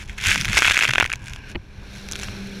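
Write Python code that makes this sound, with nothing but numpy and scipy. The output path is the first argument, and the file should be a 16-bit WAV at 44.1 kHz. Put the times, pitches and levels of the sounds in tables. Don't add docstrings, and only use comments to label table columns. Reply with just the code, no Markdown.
import sys
import numpy as np
from scipy import signal
from scipy.fft import rfft, irfft
from scipy.io import wavfile
from scipy.ndimage import uniform_filter1d

SR = 44100
rng = np.random.default_rng(int(sys.argv[2]) if len(sys.argv) > 2 else 0)


def put_to_file(sound):
    columns = np.atleast_2d(sound).T
    safe = np.clip(columns, -1, 1)
    whole_steps = np.round(safe * 32767)
    wavfile.write(sys.argv[1], SR, whole_steps.astype(np.int16))


N = 114660
SPOT_DB = 2.5


def amp(db):
    return 10 ** (np.asarray(db) / 20)


def unit_rms(x):
    return x / np.sqrt(np.mean(x ** 2) + 1e-20)


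def curve(rows, column=1):
    rows = np.array(rows)
    return np.interp(np.arange(N) / SR, rows[:, 0], rows[:, column])


def colour(points, hz):
    point_hz, values = np.transpose(points)
    return np.interp(np.log(hz + 1), np.log(point_hz + 1), values)


def add(mix, start_s, sound):
    part = mix[max(round(start_s * SR), 0):][:len(sound)]
    part += sound[:len(part)]


def noise(eq):
    gain = amp(colour(eq, np.fft.rfftfreq(N, 1 / SR)))
    return unit_rms(irfft(rfft(rng.standard_normal(N)) * gain, N))


def drift(rate_hz):
    lowpass = np.exp(-(np.fft.rfftfreq(N, 1 / SR) / rate_hz) ** 2)
    return unit_rms(irfft(rfft(rng.standard_normal(N)) * lowpass, N))


def wake():
    # time in seconds, level in dB, treble boost in dB.
    levels = [(0, -51, -6), (.16, -50.5, 1.5), (.3, -51.5, 19), (1.0, -43.5, -16), (1.2, -59, 3),
              (1.42, -48.5, -3), (1.52, -42, 1), (1.55, -53, -5), (1.66, -51.5, -1.5), (1.8, -45.5, -3),
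              (1.95, -42.5, 3.5), (2.08, -41, 2.5), (2.25, -37, 4), (2.36, -37.5, 0), (2.6, -39.5, 2)]
    # frequency in Hz, gain in dB.
    eq = [(100, 14.5), (300, 2.5), (480, 3.5), (620, 0.5), (1050, -8), (1300, -3.5), (1550, 6.5),
          (1900, -3), (2400, 3.5), (3100, -5.5), (4200, -1), (4850, -11), (5600, -3.5), (6700, -15.5),
          (8300, -21.5), (11000, -19.5), (12000, -28), (12500, -20), (13200, -26), (15200, -31),
          (16500, -57)]
    rush = noise(eq)
    highpass = np.interp(np.fft.rfftfreq(N, 1 / SR), [2600, 3800], [0, 1])
    treble = irfft(rfft(rush) * highpass, N)
    body = (rush - treble) * amp(0.37 * drift(60))
    return amp(curve(levels)) * (body + treble * amp(curve(levels, column=2) + 1.1 * drift(120)))


def wind():
    # time in seconds, rumble in dB, flutter in dB.
    levels = [(0, -41, -48.5), (.22, -35.5, -56.5), (.27, -31.5, -39.5), (.4, -36.5, -37), (.5, -25, -41.5),
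              (.6, -42, -41), (.7, -31, -60), (.83, -49, -44.5), (1.04, -37.5, -51), (1.15, -38, -53),
              (1.35, -36, -49), (1.5, -40.5, -48), (1.66, -44, -51), (1.8, -41.5, -56), (2.1, -40.5, -54),
              (2.3, -36, -49), (2.4, -40, -70), (2.6, -54, -46)]
    # frequency in Hz, gain in dB.
    rumble_eq = [(3, -25), (12, -1), (25, 4.5), (45, 5.5), (90, -1.5), (130, -4), (180, -23.5),
                 (270, -26.5), (450, -32), (1000, -21), (4000, -82)]
    flutter_eq = [(40, -28), (120, 1), (220, -4), (350, -9.5), (600, -34.5), (2000, -58)]
    # centre in seconds, peak in dB, pitch in Hz, half-width in seconds.
    buffets = [(0.099, -28, 58.3, 0.0077), (0.279, -21.5, 90, .022), (.405, -22.5, 133, 0.0077),
               (0.496, -19.5, 99, 0.004), (.503, -27, 198, .012), (0.554, -28, 59.6, .018),
               (0.697, -30.5, 85.6, 0.027), (0.902, -22, 124.5, 0.015), (1.04, -25, 106, 0.0066),
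               (1.787, -29, 74.35, .007), (2.303, -29, 75, 0.011)]
    gusts = amp(1.14 * drift(31))
    rumble = noise(rumble_eq) * amp(curve(levels))
    flutter = noise(flutter_eq) * amp(curve(levels, column=2) + 2.05 * drift(64))
    out = gusts * (rumble + flutter)
    t = np.arange(-.06, .06, 1 / SR)
    for centre_s, db, hz, half_width_s in buffets:
        swell = amp(db) * np.exp(-(t / half_width_s) ** 2)
        add(out, centre_s + t[0], swell * np.cos(2 * np.pi * (hz * t + rng.random())))
    return out


def engine():
    # time in seconds, level in dB.
    levels = [(0, -52.5), (.12, -47.5), (.3, -42.5), (.55, -43.5), (.75, -55), (1.3, -54), (1.42, -49.5),
              (1.6, -54.5), (1.8, -47.5), (2.1, -40.5), (2.3, -39), (2.44, -35.5), (2.6, -35.5)]
    # time in seconds, firing rate in Hz.
    firing_hz = [(0, 201), (.55, 200), (1.3, 202), (1.42, 213), (1.6, 200), (1.8, 198), (2.25, 198.5),
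                 (2.45, 197.5), (2.6, 196.5)]
    # multiple of the crank rate, level in dB.
    orders = [(2, -18), (3, -2.5), (4, -23.5), (5, -20), (6, -12)]
    pitch_waver, flutter_db = 0.0059, 2.5
    turns = np.cumsum(curve(firing_hz) * (1 + pitch_waver * drift(33))) / SR / 3
    hum = sum(amp(db + flutter_db * drift(27)) * np.sin(2 * np.pi * (order * turns + rng.random()))
              for order, db in orders)
    return np.sqrt(2) * amp(curve(levels)) * hum


def stream():
    # time in seconds, level in dB.
    levels = [(0, -58), (.16, -75), (.25, -40.5), (1.0, -60), (1.2, -50.5), (1.35, -46.5), (1.52, -46.5),
              (1.545, -66), (1.6, -90)]
    # frequency in Hz, gain in dB.
    eq = [(200, -32), (950, -28), (1300, -13), (1600, 12.5), (1930, -7), (2350, 4.5), (2800, 6),
          (3300, -11), (4700, -22), (5500, -7.5), (6500, -25), (15000, -48)]
    return noise(eq) * amp(curve(levels) + 2 * drift(60))


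def drop_hit(treble_db, splat_db, fizz_s, size=1024):
    # frequency in Hz, gain in dB.
    case_eq = [(60, -19.5), (350, -17.5), (800, -14), (1150, -10.5), (1530, 1.5), (1850, -3), (2200, 2.5),
               (2700, 0.5), (3050, -6), (3320, -3), (4000, -13.5), (4800, -17.5), (5700, -15),
               (7600, -20.5), (8400, -25.5), (10700, -26), (11800, -33.5), (15200, -39.5), (17000, -67)]
    # frequency in Hz, share from 0 to 1.
    fizz_shares = [(1200, .12), (3000, .3), (5000, .88)]
    neutral_treble_db, neutral_splat_db = -10.5, -17
    wall_hz, wall_width_hz, fizz_rise_s = 2150, 1340, 0.00011
    hz, t = np.fft.rfftfreq(size, 1 / SR), np.arange(size) / SR
    spot_bands = np.linspace(np.log(400), np.log(16000), 24)
    spot_db = SPOT_DB * np.interp(np.log(hz + 1), spot_bands, rng.standard_normal(24))
    high_shelf = colour([(2800, 0.0094), (5000, treble_db - neutral_treble_db)], hz)
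    low_shelf = colour([(950, splat_db - neutral_splat_db), (1700, 0)], hz)
    log_gain = np.log(amp(colour(case_eq, hz) + spot_db + high_shelf + low_shelf))
    ring = np.exp(np.conj(signal.hilbert(np.r_[log_gain, log_gain[-2:0:-1]])))[:len(hz)]
    wall = wall_hz ** 2 - hz ** 2 + 1j * hz * wall_width_hz
    wall_lag = (np.conj(wall) / wall) ** 2
    fizz = rng.standard_normal(size) * np.exp(-t / fizz_s) * (1 - np.exp(-t / fizz_rise_s))
    share = colour(fizz_shares, hz)
    strike = np.sqrt(1 - share) + np.sqrt(share) * rfft(fizz / np.linalg.norm(fizz))
    spectrum = ring * wall_lag * strike
    main_band = (hz > 1300) & (hz < 3500)
    return -irfft(spectrum) / np.linalg.norm(irfft(spectrum * main_band))


def shower(levels, per_s, spread_db, treble_db, splat_db, fizz_s, spots=24):
    landings = rng.random(N) < per_s / SR
    hits = landings * amp(spread_db * np.minimum(rng.exponential(1, N), 2.5))
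    local_power = uniform_filter1d(hits ** 2, round(.03 * SR)) + .1 * np.mean(hits ** 2)
    hits = hits / np.sqrt(local_power) * amp(curve(levels))
    spot = rng.integers(0, spots, N)
    tints_db = SPOT_DB * rng.standard_normal((spots, 2))
    taps = [drop_hit(treble_db + treble, splat_db + splat, fizz_s) for treble, splat in tints_db]
    return sum(signal.oaconvolve(hits * (spot == k), taps[k])[:N] for k in range(spots))


def patter():
    # time in seconds, level in dB.
    levels = [(0, -38), (.03, -43), (.055, -73), (.09, -40), (.125, -46.5), (.17, -55), (.182, -32),
              (.215, -33), (.275, -18.5), (.325, -22), (.37, -38), (.385, -27.5), (.43, -43), (.5, -29.5),
              (.545, -24), (.585, -19), (.61, -24.5), (.66, -22), (.72, -21.5), (.79, -29.5), (.83, -21.5),
              (.865, -29.5), (.9, -21), (.925, -33.5), (.99, -39.5), (1.025, -46), (1.075, -55.5),
              (1.135, -39), (1.19, -70), (1.6, -90)]
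    return shower(levels, per_s=700, spread_db=0.5, treble_db=-7, splat_db=-21.5, fizz_s=0.0016)


def mist():
    # time in seconds, level in dB.
    levels = [(0, -49), (.17, -63), (.25, -30.5), (.45, -40.5), (.8, -49), (1.15, -67), (1.21, -56),
              (1.26, -46), (1.36, -53), (1.4, -64), (1.45, -68), (1.51, -42.5), (1.54, -71), (1.88, -70),
              (1.96, -45.5), (2.07, -66), (2.15, -59), (2.235, -34), (2.26, -50), (2.35, -54), (2.6, -61)]
    return shower(levels, per_s=400, spread_db=4, treble_db=-0.5, splat_db=-15.5, fizz_s=0.00087)


def heavy_drops():
    # start in seconds, level in dB, treble setting in dB, low splat setting in dB.
    drops = [(0.027, -41, -14, -2), (0.0957, -30.5, -15, -33), (0.1826, -33.5, 0.5, -10),
             (0.2388, -23.5, -13, -14), (0.253, -23.5, -12.0, -15), (0.2592, -17.5, -12, -23),
             (0.2678, -21.5, -16, -19), (0.284, -26, -21, -23), (0.2927, -22, -13, -10),
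             (0.311, -17, -17, -19.0), (0.3154, -10.5, -26, -43), (0.3291, -17.5, -10, -34),
             (0.3445, -21.5, 5, -12), (0.3508, -19, -12.0, -23), (0.358, -17.5, -7.0, -8.5),
             (0.378, -20, -3.5, -46), (0.4046, -23.5, -1, -29), (0.4117, -24, 3, -23),
             (0.4195, -27, -2, -16), (0.4467, -19, -2.5, -17.0), (0.454, -20.5, -2.5, -15.5),
             (0.4813, -23.5, -7, -17), (0.4868, -24.5, -6, -18), (0.531, -18, -4, -18),
             (0.5425, -27, -8.0, -4), (0.5709, -13, -4.5, -9.5), (0.5756, -11.5, -6, -18.0),
             (0.58, -16.0, -4, -22), (0.5885, -21, 6, -3), (0.5962, -21, -8, -12),
             (0.621, -11, -11.5, -12.5), (0.6277, -14, -12, -15.0), (0.6465, -11, -22, -23),
             (0.65, -17.5, -15, -36), (0.6536, -13.5, -11, -13), (0.6667, -16.0, -13, -15),
             (0.6767, -13, -17, -20.0), (0.6813, -12.0, -9, -9), (0.698, -15, -8, -16),
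             (0.7094, -12, -23, -16.5), (0.7191, -16, -7, -18), (0.745, -19.5, -9.0, -11),
             (0.7582, -18, -11, -22), (0.7683, -10.5, -19, -22.5), (0.7759, -13.5, -2.5, -12.5),
             (0.7901, -12.5, -9.5, -19), (0.7982, -22.0, -4, -13), (0.8089, -12, -18, -32),
             (0.8163, -19, -12.0, -4.5), (0.824, -13.5, -18, -16), (0.8348, -13.5, -14.0, -14),
             (0.8457, -19.0, -8, -13.0), (0.852, -11.5, -14.5, -12.5), (0.8791, -16.5, -13, -30.0),
             (0.888, -22.5, -26, -8), (0.8929, -15, -23, -17), (0.908, -16.5, -25, -16),
             (0.9355, -15, -8, -14), (0.9514, -21, -12, -11.0), (0.9564, -12.5, -17, -10),
             (0.9818, -8.5, -16.5, -10.5), (0.9882, -29, -5, -17.5), (1.0001, -14.0, -5.5, -6),
             (1.0036, -17.5, -31, -27), (1.0084, -9.5, -25, -11), (1.015, -19.5, -22, -23),
             (1.0233, -27, -5, -18), (1.0266, -14.5, -17, -3.5), (1.0317, -23.5, -5, -17),
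             (1.0427, -19.5, -17, -35), (1.052, -25.0, -9, -4), (1.0582, -25, -18, -31),
             (1.0609, -21.5, -9.5, -25), (1.076, -35.0, -10.0, -20), (1.0968, -30.5, -14, -9),
             (1.1007, -24, -10, -16.0), (1.1173, -18.5, -28.0, -32), (1.1288, -27, 1, -15),
             (1.1351, -17.5, -11.5, -12), (1.1573, -40, 4, -13), (1.2692, -35.5, -5, -36),
             (1.2823, -32.5, -3, -23), (1.2969, -42.5, 8, -11), (1.3348, -31.5, -4.5, -17),
             (1.3609, -35, -3.5, -12), (2.0872, -32.5, 2.5, -12.0), (2.1135, -38, 8, -11),
             (2.1216, -37, 13, -18), (2.1265, -46, 7, -16), (2.1336, -33.5, 3, -13),
             (2.1555, -27.5, -4, -16), (2.1612, -33.5, -3, -12.5), (2.1903, -35, 3.5, -17),
             (2.1978, -35, 2, -5.5), (2.2313, -29, -13, -14), (2.2848, -32, -29, -12)]
    level_span_s = 0.0033
    longest_fizz_s, heavy_db, halving_db = 0.0018, -9.5, 18.5
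    out = np.zeros(N)
    for start_s, db, treble_db, splat_db in drops:
        fizz_s = longest_fizz_s * 2 ** (min(db - heavy_db, 0) / halving_db)
        add(out, start_s, amp(db) * np.sqrt(level_span_s * SR) * drop_hit(treble_db, splat_db, fizz_s))
    return out


def knock():
    # start in seconds, thud in dB, chatter in dB.
    contacts = [(1.548, -24.5, -28), (1.5544, -22.5, -19), (1.5571, -37, -18), (1.5593, -23.5, -34)]
    # frequency in Hz, level in dB, seconds to fall by 60 dB.
    thud_modes = [(67.4, 3, 0.105), (148, -1, 0.04), (193, -2, 0.036), (342, -1.5, 0.054),
                  (540, -8.5, 0.03), (860, -3, 0.015), (1170, -20, 0.011)]
    chatter_modes = [(2080, 2, .014), (2390, -1, 0.016), (2510, -7, .018), (2880, 1.5, 0.0098),
                     (4320, -9.5, 0.0086)]
    # frequency in Hz, gain in dB.
    puff_eq = [(40, 2), (120, 0), (300, -1), (600, -13), (1200, -19.5), (1500, -31), (5000, -53)]
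    puff_db, puff_decay_s, attack_s = -0.5, 0.0059, 0.00071
    out, t = np.zeros(N), np.arange(SR // 5) / SR
    thud, chatter = (sum(amp(db - 60 * t / t60) * np.sin(2 * np.pi * hz * t) for hz, db, t60 in modes)
                     for modes in (thud_modes, chatter_modes))
    attack = 1 - np.exp(-(t / attack_s) ** 2)
    for start_s, thud_db, chatter_db in contacts:
        puff = amp(puff_db) * noise(puff_eq)[:len(t)] * np.exp(-t / puff_decay_s)
        add(out, start_s, (amp(thud_db) * (thud + puff) + amp(chatter_db) * chatter) * attack)
    return out


def scene():
    spray = patter() + mist() + heavy_drops() + stream()
    return (spray + wake() + wind() + engine() + knock())[None]


def record(dry):
    ceiling, cutoff_hz = .98, 16400
    limited = dry / (1 + (dry / ceiling) ** 8) ** (1 / 8)
    lowpass = signal.firwin(255, cutoff_hz, window=("kaiser", 9), fs=SR)
    return signal.oaconvolve(limited, lowpass[None], "same")


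dry = scene()
out = record(dry)
put_to_file(out)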